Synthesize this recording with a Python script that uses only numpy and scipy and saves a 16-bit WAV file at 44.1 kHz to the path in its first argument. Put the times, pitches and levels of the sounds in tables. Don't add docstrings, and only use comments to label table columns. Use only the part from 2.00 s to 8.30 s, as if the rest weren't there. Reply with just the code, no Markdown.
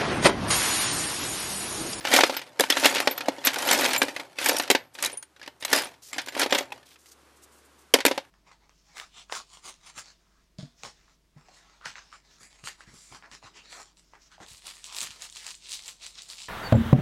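import sys
import numpy as np
from scipy import signal
from scipy.fft import rfft, irfft
from scipy.io import wavfile
from scipy.ndimage import uniform_filter1d

SR = 44100
rng = np.random.default_rng(int(sys.argv[2]) if len(sys.argv) > 2 else 0)


def transcribe(signal):
    frames = np.atleast_2d(signal).T
    limited = np.clip(frames, -1, 1)
    pcm = np.round(limited * 32767).astype(np.int16)
    wavfile.write(sys.argv[1], SR, pcm)


def elevation(decibels):
    levels = np.asarray(decibels, float)
    return 10 ** (levels / 20)


N = 277830

# pitch_hz, level_db, t60_s
DRAWER = [(283, 2, 0.049), (356, 1, 0.03), (415, -1, 0.064), (507, 2.5, 0.028), (595, -13.5, 0.054),
          (750, -3, 0.027), (927, -9, 0.066), (1095, -6, 0.025)]
# frequency_hz, level_db
STEEL = [(15, -39), (25, -76), (152, -29.5), (274, -6), (433, -8), (567, 4), (631, 0), (919, 0.5),
         (1110, -7), (1800, -1), (12200, -10), (14300, -24.5), (15500, -22)]


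def along(points, hz):
    point_hz, values = np.transpose(points)
    return np.interp(np.log(hz + 1), np.log(point_hz + 1), values)


def unit(x):
    return x / np.sqrt(np.mean(x ** 2) + 1e-20)


def coloured(x, points):
    cepstrum = irfft(np.log(elevation(along(points, np.fft.rfftfreq(4096, 1 / SR))) + 1e-6))
    cepstrum[1:2048] *= 2
    cepstrum[2049:] = 0
    response = irfft(np.exp(rfft(cepstrum)))[:2048]
    response = response.reshape((1,) * (x.ndim - 1) + (-1,))
    return signal.fftconvolve(x, response, axes=-1)[..., :x.shape[-1]]


def without_bass(x):
    return coloured(x, [(40, -70), (270, 0)])


def split(x):
    low_hz, high_hz = 1100, 5200

    def cut(hz, kind):
        return signal.sosfilt(signal.butter(3, hz, kind, fs=SR, output="sos"), x)

    return cut(low_hz, "low"), cut([low_hz, high_hz], "band"), cut(high_hz, "high")


def crest(rows, size):
    return rows / np.sqrt(abs(uniform_filter1d(2 * rows ** 2, size)).max(axis=1, keepdims=True))


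def place(rows, first):
    at = first + np.arange(rows.shape[1])
    return np.bincount(at.ravel(), rows.ravel(), N + SR)[:N]


def sample_at(s):
    return np.round(s * SR).astype(int)


def clinks(count, t, low_hz, high_hz, t60):
    out = 0
    for pitch, size, life in rng.random((count, 3, 7, 1)).transpose(2, 1, 0, 3):
        hz = low_hz * (high_hz / low_hz) ** pitch
        decay_db = -10 * size - 60 * t / (t60 * (.5 + life))
        out = out + elevation(decay_db) * np.sin(2 * np.pi * hz * t)
    return out


def singers():
    # start_s, pitch_hz, level_db, life_s
    free = [(0, 14630, -51, .13), (.17, 14420, -39, .065), (.31, 14470, -53, .05), (.862, 14640, -50, .06),
            (1.04, 7240, -46, .033), (1.979, 9580, -37, .037), (2.46, 11690, -30, .06),
            (2.713, 12630, -43, .22), (2.74, 14470, -59, .15), (2.85, 11650, -69, .06),
            (3.48, 13500, -70, .1), (3.728, 14640, -37, .25), (3.745, 12680, -38, .16),
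            (3.75, 4995, -26, .075), (3.75, 9560, -36, .025), (4.42, 11120, -45, .06),
            (4.535, 12070, -39, .04), (4.595, 12100, -47, .035), (4.62, 7300, -60, .08)]
    # start_s, pitch_hz, level_db
    wedged = [(.163, 13180, -25), (.258, 5030, -31), (.375, 12740, -42), (.368, 5020, -31),
              (.37, 14570, -35), (1.111, 12260, -24.5), (1.118, 12100, -33), (1.39, 3400, -42),
              (1.45, 11770, -14), (1.54, 12170, -38), (1.651, 11300, -34), (1.728, 12080, -20),
              (1.804, 12310, -32), (1.809, 12070, -28), (1.866, 12140, -35), (1.887, 12070, -34),
              (1.93, 9500, -36), (1.979, 7230, -22), (1.98, 12360, -24), (1.712, 7230, -22),
              (1.787, 7250, -35), (2.444, 12230, -28), (2.484, 13230, -22), (2.612, 12300, -36),
              (2.713, 14700, -35), (3.129, 9400, -32), (3.173, 9600, -25.5), (3.226, 9340, -37),
              (3.363, 1500, -55.5), (3.415, 1700, -38.5), (3.614, 9520, -45), (3.655, 12160, -37),
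              (4.13, 7450, -32.5), (4.262, 13440, -49), (4.284, 7210, -38), (4.288, 12100, -47),
              (4.417, 11120, -42), (4.433, 13930, -39), (4.507, 12400, -45), (4.51, 7220, -30.5),
              (4.829, 1760, -54)]
    # start_s, pitch_hz, level_db
    blips = [(0.368, 12150, -22.5), (1.178, 12260, -23), (1.672, 12430, -24), (2.413, 9600, -32),
             (2.529, 10160, -29), (2.565, 5600, -20.5), (2.584, 4930, -25), (2.584, 9370, -23),
             (3.058, 3870, -18.5), (3.172, 6300, -42), (3.226, 6700, -43), (3.761, 9900, -34),
             (3.822, 9730, -36), (3.845, 9500, -31)]
    free_t60_s, wedged_t60_s, blip_t60_s, wedged_life_s = .3, 0.073, 0.036, .04
    return ([(s, hz, db, free_t60_s, life) for s, hz, db, life in free]
            + [(*row, wedged_t60_s, wedged_life_s) for row in wedged]
            + [(*row, blip_t60_s, wedged_life_s) for row in blips])


def rings():
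    twin_step, twin_db, twin_t60_s = 1.027, -5, .03
    out = np.zeros(N + SR)
    for s, hz, db, t60, life in singers():
        t = np.arange(int((life + .03) * SR)) / SR
        drift = 0.0068 / np.sqrt(t60) * np.cumsum(rng.standard_normal(SR // 2))[:len(t)]
        onset = 1 - np.exp(-t / 0.00036)
        touch = elevation(-60 * np.maximum(t - life, 0) / 0.036)
        waver = 1 + 0.14 * np.sin(3 * drift)
        ring = elevation(db - 60 * t / t60) * onset * touch * waver * np.sin(2 * np.pi * hz * t + drift)
        twin = elevation(db + twin_db - 60 * t / twin_t60_s) * np.sin(2 * np.pi * hz * twin_step * t + drift)
        out[round(s * SR):][:len(t)] += ring + twin
    return out[:N]


def background():
    # time_s, level_db
    gain = [
        (0, -61),
        (.55, -89),
        (1.4, -81),
        (2.2, -82.5),
        (2.9, -79),
        (3.3, -74.5),
        (5.03, -74),
        (5.2, -68.5),
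        (5.9, -69),
        (6.3, -74.5),
    ]
    t = np.arange(N) / SR
    gain_db = np.interp(t, *np.transpose(gain))
    hum = np.sqrt(2) * np.sin(2 * np.pi * 70.6 * t)
    # frequency_hz, level_db
    air = [(40, -28.5), (190, -16), (305, -8), (410, -9), (666, -15.5), (1170, -12), (2060, -19.5),
           (10400, -28), (15500, -38.5)]
    return elevation(gain_db) * (hum + elevation(9.5) * unit(coloured(rng.standard_normal(N), air)))


def heap():
    # peak_s, swell_s, settle_s, scrape_db, rumble_over_scrape_db
    sweeps = [(0.146, 0.14, 0.28, -18, -3.5), (.33, 0.11, 0.21, -35.5, -6.5), (.617, 0.01, 0.14, -31, -27),
              (.724, 0.019, 1, -36.5, -11), (.852, 0.24, 0.41, -23.5, -4.5), (1.088, 1, 0.14, -37, 1.5),
              (1.298, 0.54, 0.19, -44.5, 8), (1.735, 0.41, 0.59, -21, -1.5), (2.05, .2, 0.11, -40, -1),
              (2.2, 0.032, 0.1, -45, 7.5), (2.41, 0.064, 0.32, -28, -10.5), (2.485, 0.1, 0.3, -26.5, 0),
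              (2.76, .06, 0.19, -44, 2.5), (3.047, 0.12, 0.16, -30, -5.5), (3.754, 0.11, 0.19, -23, -2),
              (4.166, 0.11, 0.26, -38, -6), (4.416, 0.13, .09, -25, -2), (4.542, 0.089, 0.17, -29.5, 4),
              (4.74, 0.033, 0.23, -46.5, -1), (3.43, 0.13, 0.52, -56, -1), (5.958, 0.017, 0.08, -51.5, 15),
              (6.072, 0.024, 0.22, -33.5, -1.5)]
    swell_db, rest_db = 30, -84
    rounding = 1.137
    jingle_db, jingle_grows = -9, 1.24
    peak, swell, settle, db, rumble_db = np.transpose(sweeps)[:, :, None]
    t = np.arange(N) / SR - peak
    push_db = db - swell_db * np.maximum(-t / swell, t / settle) ** rounding

    def total(levels):
        power = (elevation(levels) ** 2).sum(axis=0) + elevation(rest_db) ** 2
        return 20 * np.log10(np.sqrt(power))

    scrape_db = total(push_db)
    return total(push_db + rumble_db), scrape_db, jingle_db - 29.5 + jingle_grows * (scrape_db + 30.0)


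def pings():
    when, which, size = rng.random((110, 3)).T[:, :, None]
    sockets = np.array(singers())
    hz = sockets[(which * len(sockets)).astype(int), 1]
    t = np.arange(SR // 20) / SR
    brief = elevation(10 * size - 60 * t / 0.05) * np.sin(2 * np.pi * hz * t)
    return unit(place(brief, (when * N).astype(int)))


def slide():
    rumble_db, scrape_db, jingle_db = heap()
    t = np.arange(SR // 40) / SR
    when, size = rng.random((1100, 2)).T[:, :, None]
    modes = clinks(len(when), t, 1100, 14000, t60=0.099)
    grit = 3.0 * elevation(-60 * t / 0.021) * rng.standard_normal((len(when), len(t)))
    patter = place(elevation(9 * size) * (modes + grit), (when * N).astype(int))
    scrape = 0.61 * rng.standard_normal(N)
    low, mid, high = split(coloured(unit(patter) + scrape, STEEL))

    even_rumble = split(coloured(rng.standard_normal(N), STEEL))[0]
    low = unit(low) + 1.3 * unit(even_rumble)
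    t = np.arange(SR // 8) / SR
    panel = sum(elevation(level - 60 * t / ring) * np.sin(2 * np.pi * hz * t) for hz, level, ring in DRAWER)
    low = unit(low) + 0.45 * unit(signal.fftconvolve(low, panel)[:N])

    thud_colour = [(40, -43.0), (85, -3.5), (115, 6.0), (170, 2.0), (260, -29.5)]
    thud = unit(coloured(rng.standard_normal(N), thud_colour))
    thud_db = -58.0 + 0.39 * (uniform_filter1d(rumble_db, size=SR // 16) + 27.5)
    scrape_grows = 1.157
    return (elevation(rumble_db - 3.5) * unit(low)
            + elevation(-33.5 + scrape_grows * (scrape_db + 30)) * unit(mid)
            + elevation(jingle_db - 2.5) * (unit(high) + .1 * pings())
            + elevation(thud_db) * thud)


def contacts():
    # start_s, clack_db
    grazes = [(.0088, -34), (.0453, -31), (.1281, -15), (.393, -30), (.4745, -47), (.592, -28.5),
              (.697, -28.5), (1.1262, -40), (1.364, -46.5), (1.4405, -28.5), (1.449, -21.5), (1.65, -36),
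              (1.683, -25), (2.144, -51), (2.2527, -62), (1.818, -22), (2.357, -52), (2.427, -26),
              (2.6115, -31), (2.655, -36), (3.0075, -60.5), (3.3632, -50), (3.3964, -45), (3.461, -39),
              (3.496, -59), (3.6077, -45), (3.614, -46), (3.68, -31.5), (3.855, -32.5), (3.94, -48.5),
              (4.17, -47), (4.3226, -37), (4.3498, -27.5), (4.497, -33), (4.6265, -38), (4.654, -46),
              (4.83, -49.5), (4.915, -49), (4.9576, -48.5), (6.2496, -51)]
    # start_s, clack_db, boom_over_clack_db, tick_over_clack_db
    blows = [(.1376, -11, -4.5, -1.5), (.1627, -11, -16, -5), (.1888, -14, 0, -8.5),
             (.2068, -11, -7.5, -13.5), (.235, -7.5, -2.5, -14.5), (.5964, -17.5, -1, 2),
             (.6068, -13.5, -2, 1), (.701, -11.5, -32, -5), (.8557, -7, -2.5, -6), (1.002, -15, -6.5, -7),
             (1.0734, -10.5, 0, -15), (1.2848, -21, 3.5, -9.5), (1.4588, -22, -7.5, 2.5),
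             (1.4699, -11, -11, -2), (1.7114, -12.5, -12, -1.5), (1.8601, -17, -21, -5.5),
             (1.962, -15, -28, -10), (2.0177, -10.5, -8.5, -13), (2.4934, -11.5, -6, -4),
             (2.5976, -16.5, -7.5, -7.5), (2.7012, -9.5, -4, -4), (2.7119, -12, -5.5, -2),
             (2.7495, -12.5, 0.5, -16), (3.7292, -10, -7.5, -4), (4.4153, -16, -27, -13),
             (4.5243, -10.5, -3, -17.5), (4.5553, -17.5, -2, -23), (5.9385, -8.5, -9, -2),
             (6.0516, -8.5, -1.5, -4), (6.0629, -14, -9, 2.5)]
    # start_s, clack_db, boom_over_clack_db
    drops = [(0.114, -36, 7), (0.296, -24, 5), (0.308, -30.5, -8), (0.638, -18.5, -3.5), (.769, -16, -4),
             (.836, -19.5, -8), (0.9567, -18, -5.5), (0.9664, -19, -3.5), (1.1112, -27.5, -0.5),
             (1.383, -39, 6), (1.5592, -22, -15), (1.835, -22, 1), (2.0826, -25.5, 0), (2.197, -28, -9.5),
             (3.0982, -33, -9.5), (3.1286, -41, 3), (3.4763, -30.5, -5.5), (4.163, -43, 6),
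             (4.2727, -33.5, -1), (4.3662, -31, 8.5), (4.3766, -26.5, -7), (4.43, -18.5, -1.5),
             (4.461, -25, 7), (4.6082, -29, 5), (4.704, -47, 4), (4.723, -31.5, -9.5), (5.9614, -32, 13),
             (5.987, -25, 2.5), (6.081, -17, -3), (6.1122, -22, 3.5), (6.177, -23, 1)]
    # start_s, clack_db
    clacks = [(.0508, -19.5), (.071, -20), (.3408, -31), (.3662, -22.5), (.416, -32), (.7245, -20.5),
              (.8445, -12), (.981, -20), (1.1779, -25), (1.207, -24), (1.2583, -33), (1.504, -27),
              (1.9089, -22), (1.9475, -19.5), (2.09, -33), (2.1634, -23), (2.3859, -20.5), (2.6768, -29.5),
              (2.9504, -36.5), (2.9868, -30.5), (3.4143, -45), (3.4281, -38.5), (3.6249, -27),
              (3.6362, -33.5), (4.1414, -33), (4.182, -20.5), (4.284, -26.5), (4.5065, -25),
              (4.5482, -15.5), (6.004, -21)]
    # start_s, clack_db, tick_over_clack_db
    ticks = [(.15, -14.5, -8), (.49, -58, 3), (.797, -24.5, 0.5), (0.869, -19, -1.5), (.898, -28, 1),
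             (.948, -21.5, -2.5), (1.165, -53, -4), (1.533, -27, -5), (1.5426, -22.5, -4),
             (1.585, -29.5, 2), (1.6213, -30.5, 3), (1.731, -20, 3), (1.81, -27, -2), (1.851, -14.5, -11),
             (1.932, -18.5, -3), (2.029, -23.5, 1.5), (2.051, -43, 8), (2.4027, -35, 1), (2.444, -27, 2),
             (2.46, -15, -0.5), (2.487, -22.5, 7), (2.556, -34, -5), (2.567, -21.5, -1),
             (2.5844, -33.5, 12.5), (2.622, -31, -1), (2.6346, -29, -4), (3.025, -22.5, 4.5),
             (3.0369, -20.5, -6), (3.047, -24, 6.5), (3.0602, -26, 6), (3.119, -49, 9), (3.173, -49, 2),
             (3.195, -62, 0), (3.2268, -38, -1), (3.6494, -20.5, 0), (3.701, -34, 1), (3.717, -34, 0),
             (3.761, -30, 10), (3.776, -22.5, -1), (3.786, -23.5, -2), (3.82, -29, -2), (3.835, -28.5, -8),
             (3.845, -46, -1), (4.13, -26.5, -8), (4.2157, -37, -2), (4.261, -37.5, -0.5),
             (4.395, -21, 3.5), (4.579, -26, -5), (4.5845, -20, -1), (5.058, -49, -1)]
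    # start_s, clack_db
    thuds = [(.325, -34.5), (.829, -27.5), (.936, -34.5), (1.569, -34.5), (1.795, -26), (1.877, -34),
             (2.036, -27), (2.121, -59), (2.415, -38.5), (2.518, -27.5), (2.546, -31.5), (2.691, -45.5),
             (3.141, -44.5), (3.691, -59), (4.189, -48), (4.448, -39.5), (4.586, -32)]
    drop_tick_db, tick_boom_db = -12, -17
    kinds = [(clacks, (-10, -12)), (grazes, (-11, -12)), (thuds, (7, -14.5))]
    return (blows
            + [(*row, drop_tick_db) for row in drops]
            + [(s, db, tick_boom_db, tick_db) for s, db, tick_db in ticks]
            + [(*row, *colour) for rows, colour in kinds for row in rows])


def knocks():
    s, db, boom_db, tick_db = np.transpose(contacts())[:, :, None]
    t = np.arange(SR // 11) / SR
    luck = rng.standard_normal((len(s), 2 + 2 * len(DRAWER)))
    t60 = 0.035 * elevation(2.9 * luck[:, :1] + 0.011 * db)
    attack = .0007 * elevation(12 * np.clip(luck[:, 1:2], -2, .3))
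    burst = (1 - np.exp(-t / attack)) * (elevation(-60 * (t / t60) ** 1.395) + elevation(-10.0 - 60 * t / 0.07))
    jostle = burst * rng.standard_normal((len(s), len(t)))
    modes = crest(clinks(len(s), t, 1000, 14000, t60=0.023), size=170)
    low, clack, tick = split(coloured(jostle + 0.76 * modes, STEEL))

    panel = 0
    for k, (hz, level, ring) in enumerate(DRAWER):
        spot_hz = hz * (1 + 0.044 * luck[:, [-1 - k]])
        panel = panel + elevation(level + 1.5 * luck[:, [2 + k]] - 60 * t / ring) * np.sin(2 * np.pi * spot_hz * t)
    boom = 0.43 * crest(low, size=300) + 1.2 * crest(coloured(panel, STEEL), size=300)

    thump = elevation(-60 * t / 0.035) * np.sin(2 * np.pi * 95 * t) * (1 - np.exp(-t / .003))
    thump_db = -28 + .3 * boom_db
    rows = elevation(db) * (crest(clack, size=170)
                      + elevation(boom_db) * crest(boom, size=300)
                      + elevation(thump_db) * thump
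                      + elevation(tick_db) * crest(tick * elevation(-60 * t / 0.045), size=170))
    return place(rows, sample_at(s))


def bodies():
    # start_s, level_db, socket_hz, floor_hz
    struck = [(0.049, -10, 1780, 844), (0.1352, -1.5, 3580, 517), (0.162, -5.5, 1860, 522),
              (.295, -12, 1270, 750), (.636, -9, 2840, 890), (.767, -20.5, 2000, 523), (1.0, -9, 2150, 728),
              (1.7107, -10, 4420, 930), (1.73, -6, 1260, 670), (1.859, -8.5, 3270, 566),
              (1.9607, -11.5, 2960, 917), (2.4585, -9, 2200, 857), (2.492, -11.5, 2100, 790),
              (2.711, -2, 3980, 404), (3.475, -24, 1610, 788), (3.6237, -29.5, 1510, 810),
              (3.648, -18, 1480, 806), (4.393, -15, 1520, 580), (4.4154, -9.5, 3000, 585),
              (0.186, 2, 1370, 790), (0.206, -4.5, 1790, 848), (0.234, -1.5, 1740, 454),
              (0.596, 1.5, 1710, 490), (0.605, -2, 3760, 517), (0.699, -6.5, 1730, 284),
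              (0.854, -10, 1550, 545), (1.074, -7, 1950, 582), (1.282, 0.5, 425, 282),
              (1.469, -9, 2430, 286), (2.016, -2.5, 1590, 255), (2.162, -17.5, 2020, 720),
              (2.597, -8, 1700, 886), (2.7, -1, 3180, 397), (2.749, -12.5, 2870, 815),
              (3.727, -3, 1840, 403), (4.181, -16, 6070, 776), (4.523, -4, 2190, 273),
              (4.719, -15, 2510, 820), (5.938, 6.5, 3217, 522), (6.051, -3.5, 2300, 518),
              (6.062, -2, 2430, 293), (6.109, -12, 1500, 517), (6.178, -11, 1750, 843)]
    s, db, body_hz, spot_hz = np.transpose(struck)[:, :, None]
    t = np.arange(SR // 11) / SR
    chatter = unit(uniform_filter1d(rng.standard_normal((len(s), len(t))), size=130))

    def note(hz, level_db, t60):
        return elevation(level_db - 60 * t / t60) * np.sin(2 * np.pi * hz * t + 0.88 * chatter)

    both = note(body_hz, -5.5, t60=0.018) + note(spot_hz, -8.5, t60=0.038)
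    rows = elevation(db) * (1 - np.exp(-t / 0.0013)) * both
    return place(without_bass(rows), sample_at(s + .001))


def shop(x):
    # frequency_hz, t60_s
    decay = [(200, 0.12), (2000, 0.21), (10000, 0.11)]
    # frequency_hz, level_db
    walls = [(300, -2.5), (2000, -1.5), (6000, -2), (12000, -1)]
    out, step = np.zeros(N + 2 * SR), SR // 5
    for start in range(0, N, step):
        hz, t, z = signal.stft(rng.standard_normal(SR // 2), SR, nperseg=256)
        tail = signal.istft(z * elevation(-60 * t / along(decay, hz)[:, None]), SR, nperseg=256)[1]
        wet = signal.fftconvolve(x[start:start + step], tail / np.linalg.norm(tail))
        out[start + 300:][:len(wet)] += wet
    return coloured(out[:N], walls)


def side_notes():
    # start_s, pitch_hz, level_db
    touches = [(.5975, 3360, -13), (0.606, 4810, -16), (0.7006, 3040, -9), (.7015, 5320, -10),
               (.723, 3340, -9.5), (1.131, 4200, -43), (1.166, 4450, -44), (1.166, 8350, -48),
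               (1.209, 2500, -24), (1.246, 3000, -38), (1.364, 2190, -38), (1.418, 3060, -44),
               (2.018, 1593, -7.5), (2.018, 2680, -28), (2.02, 3610, -17), (2.204, 2170, -28),
               (2.25, 1480, -43), (2.379, 3460, -33), (2.702, 1780, -18), (3.362, 3810, -48),
               (3.369, 5920, -55), (3.415, 4800, -40), (3.463, 4800, -42), (5.939, 1504, -17),
               (5.939, 280, -12), (4.956, 2500, -56), (1.6, 11300, -34), (1.13, 9000, -45),
               (5.94, 4920, -7.5), (5.987, 2290, -24), (6.02, 1600, -36), (6.052, 3720, -23),
               (6.052, 1544, -16), (6.064, 2340, -11)]
    s, hz, db = np.transpose(touches)[:, :, None]
    t = np.arange(SR // 20) / SR
    noise = rng.standard_normal((2, len(s), len(t)))
    roughness = .6 * unit(uniform_filter1d(noise[0], size=90))
    note = elevation(-60 * t / 0.03) * np.sin(2 * np.pi * hz * t + roughness)
    click = elevation(-6 - 60 * t / 0.0093) * unit(coloured(noise[1], STEEL))
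    rows = elevation(db) * (1 - np.exp(-t / 0.00093)) * (note + click)
    return place(without_bass(rows), sample_at(s))


def snaps():
    # peak_s, level_db, half_width_s
    pushes = [
        (1.2855, -3, 0.00042),
        (2.0185, -12.5, 0.00035),
        (5.9395, -15.5, 0.00047),
    ]
    s, db, width = np.transpose(pushes)[:, :, None]
    u = np.clip((np.arange(N) / SR - s) / width, -9, 9)
    pulses = elevation(db) * (u * u - 1) * np.exp(-u * u / 2)
    return without_bass(pulses.sum(axis=0))


def rustle():
    # start_s, end_s, level_db, centre_hz
    strokes = [(3.6, 3.618, -47, 7000), (4.017, 4.123, -49, 6000), (4.85, 4.954, -57.5, 3470),
               (4.979, 5.062, -62.5, 7100), (5.053, 5.112, -58, 5870), (5.106, 5.142, -53.5, 6270),
               (5.356, 5.39, -61, 8000), (5.417, 5.455, -55.5, 7600), (5.511, 5.614, -62.5, 8400),
               (5.641, 5.674, -61, 8540), (5.779, 5.837, -63.5, 7870), (2.935, 2.97, -51, 8000)]
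    out = np.zeros(N)
    for start, end, db, hz in strokes:
        t = np.arange(SR // 5) / SR
        hiss = coloured(rng.standard_normal(len(t)), [(hz / 8, -24), (hz / 2, -9), (hz, 0), (20000, -16)])
        swell = elevation(2 * unit(uniform_filter1d(rng.standard_normal(len(t)), size=250)))
        stroke = np.clip(np.minimum(t / 0.018 + 0.37, (end - start - t) / 0.025 + .5), 0, 1) ** 2
        out[round(start * SR):][:len(t)] += elevation(db) * unit(hiss) * swell * stroke
    return out


def scene():
    tones = rings()
    blows = elevation(-0.5) * knocks()
    room = elevation(-14) * shop(blows + elevation(-7) * tones)
    struck = blows + bodies() + side_notes() + snaps()
    mix = tones + struck + room + slide() + rustle() + background()
    return mix[None]


def roll_off(x):
    return signal.sosfilt(signal.butter(12, 16370, fs=SR, output="sos"), x)


def record(dry):
    limited = dry / (1 + abs(dry) ** 8) ** (1 / 8)
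    finished = signal.sosfilt(signal.ellip(8, .5, 30, 14950, fs=SR, output="sos"), limited)
    return roll_off(finished)


dry = scene()
out = record(dry)
transcribe(out)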